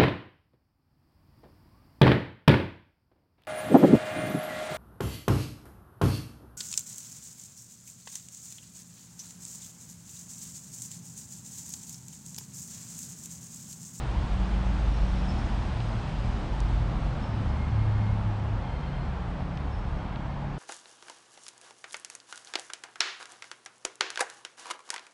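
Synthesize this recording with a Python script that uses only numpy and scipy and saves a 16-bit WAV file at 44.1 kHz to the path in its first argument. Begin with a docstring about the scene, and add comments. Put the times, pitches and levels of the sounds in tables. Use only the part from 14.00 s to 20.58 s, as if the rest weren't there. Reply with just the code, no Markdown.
"""Traffic on concrete viaducts, heard from a riverside path below.
From the start tyres roar, wheels shake the decks into a rumble, a diesel drones and a truck's exhaust
swells with each pull. After a second the nearest cars begin to recede and their hiss fades; a small
bird chirps now and then, and a few tiny clicks sound nearby. Just past three seconds the truck is gone
and the diesel passes overhead, booming under the decks; then distant brakes sing faintly three times."""
import sys
import numpy as np
from scipy import signal
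from scipy.fft import rfft, irfft, next_fast_len
from scipy.io import wavfile
from scipy.ndimage import uniform_filter1d

SR = 44100
rng = np.random.default_rng(int(sys.argv[2]) if len(sys.argv) > 2 else 0)


def store_pcm(level_fs):
    """Save levels as 16-bit WAV."""
    pcm = np.round(np.clip(level_fs, -1, 1) * 32767).astype(np.int16)
    wavfile.write(sys.argv[1], SR, np.atleast_2d(pcm).T)


N = 290266


def amp(db):
    """Amplitude ratio of a level in decibels."""
    return 10 ** (np.asarray(db) / 20)


def unit_rms(x):
    """Normalisation to an rms of 1."""
    return x / np.sqrt(np.mean(abs(x) ** 2) + 1e-20)


def curves(rows):
    """Linear interpolation of a timed table's columns, sample by sample."""
    times, *columns = np.transpose(rows)
    return [np.interp(np.arange(N) / SR, times, column) for column in columns]


def add(mix, start_s, sound):
    """Superposition of a sound on the mix."""
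    part = mix[max(round(start_s * SR), 0):][:len(sound)]
    part += sound[:len(part)]


def swell(start_s, length_s, taper):
    """A raised-cosine envelope from 0 to 1 and back; taper is the share spent rising and falling."""
    progress = (np.arange(N) / SR - start_s) / length_s
    ramp = np.clip(2 * np.minimum(progress, 1 - progress) / taper, 0, 1)
    return np.sin(np.pi / 2 * ramp) ** 2


def wander(rate_hz):
    """Random fluctuation of rms 1: white noise through a Gaussian low-pass."""
    size = next_fast_len(N, True)
    hz = np.fft.rfftfreq(size, 1 / SR)
    lowpass = np.exp(-.5 * (hz / rate_hz) ** 2)
    return unit_rms(irfft(rfft(rng.standard_normal(size)) * lowpass, size)[:N])


def noise(spectrum, patchy_db, size):
    """Spectrally shaped noise of rms 1 whose bands swell and sink in small random patches."""
    hz = np.fft.rfftfreq(size, 1 / SR)
    real, imag, patches = rng.standard_normal((3, 4 * N // size + 5, len(hz)))
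    patches = uniform_filter1d(patches, size=14, axis=0)  # over time
    patches = unit_rms(uniform_filter1d(patches, size=10, axis=1))  # over frequency
    knots_hz, knots_db = np.transpose(spectrum)
    shape_db = np.interp(np.log(hz + 1), np.log(knots_hz), knots_db)
    frames = (real + 1j * imag) * amp(shape_db + patchy_db * patches)
    return unit_rms(signal.istft(frames.T, nperseg=size, noverlap=size - size // 4)[1][:N])


def steadied(x, seconds):
    """Division by the running rms evens out the chance swells of a low noise."""
    return x / np.sqrt(uniform_filter1d(x ** 2, max(int(seconds * SR), 1)) + 1e-9)


def multipath(phase, reflected, rate_hz):
    """Interference of a direct tone with shifting reflections makes it flutter; the rms is 1."""
    paths = 1 + reflected * (wander(rate_hz) + 1j * wander(rate_hz))
    return unit_rms((paths * np.exp(1j * phase)).real)


def tyres(closest_s=1.1, approach_db_per_s=0.8, recede_db=-8, recede_s=2.82):
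    """Broadband rolling noise: far lanes roar; the nearest cars' hiss fades and dulls with distance."""
    # Each row of these three spectra: frequency in Hz, relative spectral density in dB.
    roar_spectrum = [(150, 0.5), (300, -4.5), (420, -3.5), (600, -1), (820, 1.5), (1100, -3.5), (1500, -8),
                     (2000, -14), (3000, -21), (4500, -36.5), (6500, -55)]
    hiss_spectrum = [(700, -7), (1500, 2.5), (2400, 3.5), (3300, 2.5), (4300, -1.5), (5200, -6),
                     (6000, -11), (7500, -27), (9500, -32)]
    fizz_spectrum = [(3000, -6.5), (5200, 2.5), (6500, 3.5), (7500, 1.5), (9200, -1.5), (9600, -9.5),
                     (9900, -21)]
    # The roar of the far lanes. Each row: time in seconds, level in dB.
    roar_levels = [(0, -40.5), (2.7, -40), (6.58, -41.5)]
    t = np.arange(N) / SR - closest_s
    receded = 1 - np.exp(-(t / recede_s) ** 2)
    near_db = np.where(t < 0, approach_db_per_s * t, recede_db * receded) + 0.1 * wander(rate_hz=1.5)
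    roar = amp(curves(roar_levels)[0]) * noise(roar_spectrum, patchy_db=0.84, size=2048)
    hiss = amp(-49.5 + near_db) * noise(hiss_spectrum, patchy_db=0.6, size=1024)
    fizz = amp(-62 + 1.3 * near_db) * noise(fizz_spectrum, patchy_db=1.0, size=512)
    return roar + hiss + fizz


def decks(lumpy_db=2.3, lumpy_hz=3.2):
    """Forced vibration: wheels shake the concrete spans, which radiate a rumble and a hollow body."""
    # Each row of these two spectra: frequency in Hz, relative spectral density in dB.
    rumble_spectrum = [(12, -28.5), (21, -21), (29, -9), (36, 1), (46, 8), (55, -6), (68, 4), (80, -5),
                       (95, -9.5), (140, -21.5), (300, -68.5)]
    body_spectrum = [(50, -21), (90, -5.5), (112, 3.5), (137, 3.5), (162, -5), (195, -2), (240, -7.5),
                     (320, -15), (400, -23.5), (700, -35), (2000, -68)]
    # The load on the decks. Each row: time in seconds, rumble level in dB, body level in dB.
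    load = [(0, -32.5, -36.5), (2.1, -34, -37.5), (3.45, -31.5, -34), (4.3, -36, -37), (5.4, -35, -38.6),
            (6.58, -35, -41.5)]
    rumble_db, body_db = curves(load)
    rumble_db += lumpy_db * wander(lumpy_hz)
    rumble = steadied(noise(rumble_spectrum, patchy_db=-0.5, size=8192), seconds=0.15)
    body = steadied(noise(body_spectrum, patchy_db=1.0, size=8192), seconds=0.13)
    return amp(rumble_db) * rumble + amp(body_db) * body


def diesel(overhead_s=3.3, passing_s=0.25):
    """Periodic firing gives a harmonic series; a harmonic booms when it builds up under the decks."""
    # Each row: time in seconds, firing rate in Hz.
    firing = [(0, 37.7), (1.2, 37.13), (2.8, 37.7), (3.15, 37.32), (3.35, 35.62), (3.7, 35.93),
              (4.2, 34.63), (6.58, 35.19)]
    # Each row: harmonic number, level approaching in dB, level leaving in dB, weight of the
    # reflections against the direct sound.
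    harmonics = [(2, -39.5, -42, 0.34), (3, -41, -48.5, 0.37), (4, -45.5, -47, .4), (5, -46.5, -48, .4),
                 (6, -50.5, -54, 0.65), (7, -56.5, -58, 2), (8, -55, -54.5, 1.5), (9, -55, -55, 2.6),
                 (10, -64.5, -66.5, 2.4), (11, -59.5, -60.5, 1)]
    # Each row: start in seconds, length in seconds, harmonic number, level in dB.
    build_ups = [(.3, 0.59, 5, -37.5), (0.942, .5, 5, -39), (1.0, 0.41, 2, -38), (1.696, .35, 3, -37),
                 (2.5, .5, 3, -35), (2.6, 0.34, 2, -40.5), (2.848, 0.42, 4, -38.5), (3.262, 0.21, 3, -31),
                 (3.372, 0.57, 2, -30.5), (3.604, 0.65, 3, -25.5), (3.951, 0.45, 6, -40.5),
                 (3.95, .38, 5, -40), (4.12, 0.54, 3, -30.5), (4.68, .4, 4, -41), (4.794, .9, 5, -43.5),
                 (5.255, .5, 4, -41.5), (6.216, .5, 4, -39.5)]
    firing_hz, = curves(firing)
    phase = 2 * np.pi * np.cumsum(firing_hz) / SR
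    passed = .5 + .5 * np.tanh((np.arange(N) / SR - overhead_s) / passing_s)
    out = np.zeros(N)
    for k, approach_db, leave_db, reflected in harmonics:
        db = approach_db + (leave_db - approach_db) * passed
        out += amp(db) * multipath(k * phase, reflected, rate_hz=2.7)
    for start, length, k, db in build_ups:
        boom = multipath(k * phase + np.pi / 2, reflected=0.1, rate_hz=7)
        out += amp(db) * swell(start, length, taper=0.5) * boom
    return out


def truck(exhaust_hz=52.8, sag_hz_per_s=0.95, coast_db=-35, ramp_s=0.22, gone_s=3.22):
    """Amplitude modulation: a deep, slowly sagging exhaust note swells with each pull on the throttle."""
    # Each row: start in seconds, length in seconds, level in dB.
    throttle = [(-.1, 0.6, -30.5), (0.247, 1.15, -26.5), (2.454, 0.6, -27), (2.923, 0.28, -26)]
    t = np.arange(N) / SR
    coasting = amp(coast_db) * np.clip((gone_s - t) / ramp_s, 0, 1)
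    pulls = [amp(db) * swell(start, length, 2 * ramp_s / length) for start, length, db in throttle]
    phase = 2 * np.pi * np.cumsum(exhaust_hz - sag_hz_per_s * t) / SR
    return np.max([coasting] + pulls, axis=0) * multipath(phase, reflected=0.056, rate_hz=4)


def tyre_rushes(width_hz=230):
    """Narrow-band noise, a carrier times a random fluctuation, rises out of the hiss and sinks back."""
    # Each row: start in seconds, length in seconds, centre frequency in Hz, level in dB.
    rushes = [(.85, 0.65, 5470, -65), (1.2, 1.5, 4920, -67.5)]
    out, t = np.zeros(N), np.arange(N) / SR
    for start, length, hz, db in rushes:
        band = unit_rms(wander(width_hz) * np.cos(2 * np.pi * hz * t))
        out += amp(db) * swell(start, length, taper=0.46) * band
    return out


def bird(arch=0.053, rasp=0.01):
    """Frequency modulation: short whistles arch over a rounded top, roughened by pitch jitter."""
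    # Each row: start in seconds, length in seconds, top pitch in Hz, level in dB.
    chirps = [(1.272, .055, 5270, -54.5), (3.211, 0.07, 5350, -63), (5.708, .062, 5360, -65.5),
              (5.766, .045, 5376, -68.5), (5.964, 0.035, 5470, -72)]
    out = np.zeros(N)
    for start, length, top_hz, db in chirps:
        progress = np.linspace(0, 1, int(length * SR))
        jitter = rasp * wander(rate_hz=180)[:len(progress)]
        hz = top_hz * (1 - arch * (1 - progress / .6) ** 2 + jitter)
        whistle = np.sin(np.pi * progress) * np.sin(2 * np.pi * np.cumsum(hz) / SR)
        add(out, start, amp(db) * unit_rms(whistle))
    return out


def viaduct(x, t60_s=0.97, tail_db=-6.5, echo_s=0.093, echo_db=-11.0):
    """Reflection adds one echo from the piers and diffuse reverberation from beneath the decks."""
    t = np.arange(SR) / SR
    response = rng.standard_normal(SR) * amp(-60 * t / t60_s)
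    response *= amp(tail_db) / np.linalg.norm(response)
    add(response, echo_s, amp([echo_db]))
    return x + signal.fftconvolve(x, response)[:N]


def clicks():
    """Gaussian pulses of a cycle or two, so brief that their spectrum is broad: dry snaps close by."""
    # Each row: start in seconds, peak level in dB, centre frequency in Hz, width in seconds.
    snaps = [(1.804, -29.3, 3230, 0.00033), (2.604, -25, 5460, 0.00011), (5.5731, -38, 4833, 0.00028),
             (5.575, -31, 2662, 0.00042), (6.159, -31, 3100, 0.00032)]
    out, t = np.zeros(N), np.arange(256) / SR
    for start, db, hz, width in snaps:
        envelope = np.exp(-2 * (t / width - 2) ** 2)
        add(out, start, amp(db) * envelope * np.cos(2 * np.pi * hz * (t - 2 * width)))
    return out


def brakes(waver_hz=4, burst_db=2.0):
    """Far brake discs vibrate in thin overtones, which flutter by multipath interference."""
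    # Each row: start in seconds, length in seconds, fundamental in Hz, levels of harmonics 2-4 in dB.
    squeals = [(3.4, 0.82, 1069, -56.5, -70, -70.5), (4.55, 0.58, 1055, -60.5, -64, -67.5),
               (5.88, 0.62, 1077, -64, -67, -81)]
    out = np.zeros(N)
    for start, length, hz, *levels_db in squeals:
        phase = 2 * np.pi * np.cumsum(hz + waver_hz * wander(rate_hz=7.5)) / SR
        for k, db in enumerate(levels_db, 2):
            bursts = amp(burst_db * wander(rate_hz=11))
            tone = (bursts * multipath(k * phase, reflected=2.2, rate_hz=27))[:int(length * SR)]
            add(out, start, amp(db) * unit_rms(tone) * signal.windows.tukey(len(tone), .4))
    return out


def scene():
    """Superposition of all sources at the path, in mono."""
    traffic = tyres() + tyre_rushes() + decks() + diesel() + truck() + brakes()
    return (traffic + viaduct(bird()) + clicks())[None]


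def record(dry, edge_hz=9700):
    """Band limiting: a steep low-pass filter removes the highest treble."""
    lowpass = signal.firwin(511, edge_hz, window=("kaiser", 9), fs=SR)
    return signal.oaconvolve(dry, lowpass[None], "same")


dry = scene()
out = record(dry)
store_pcm(out)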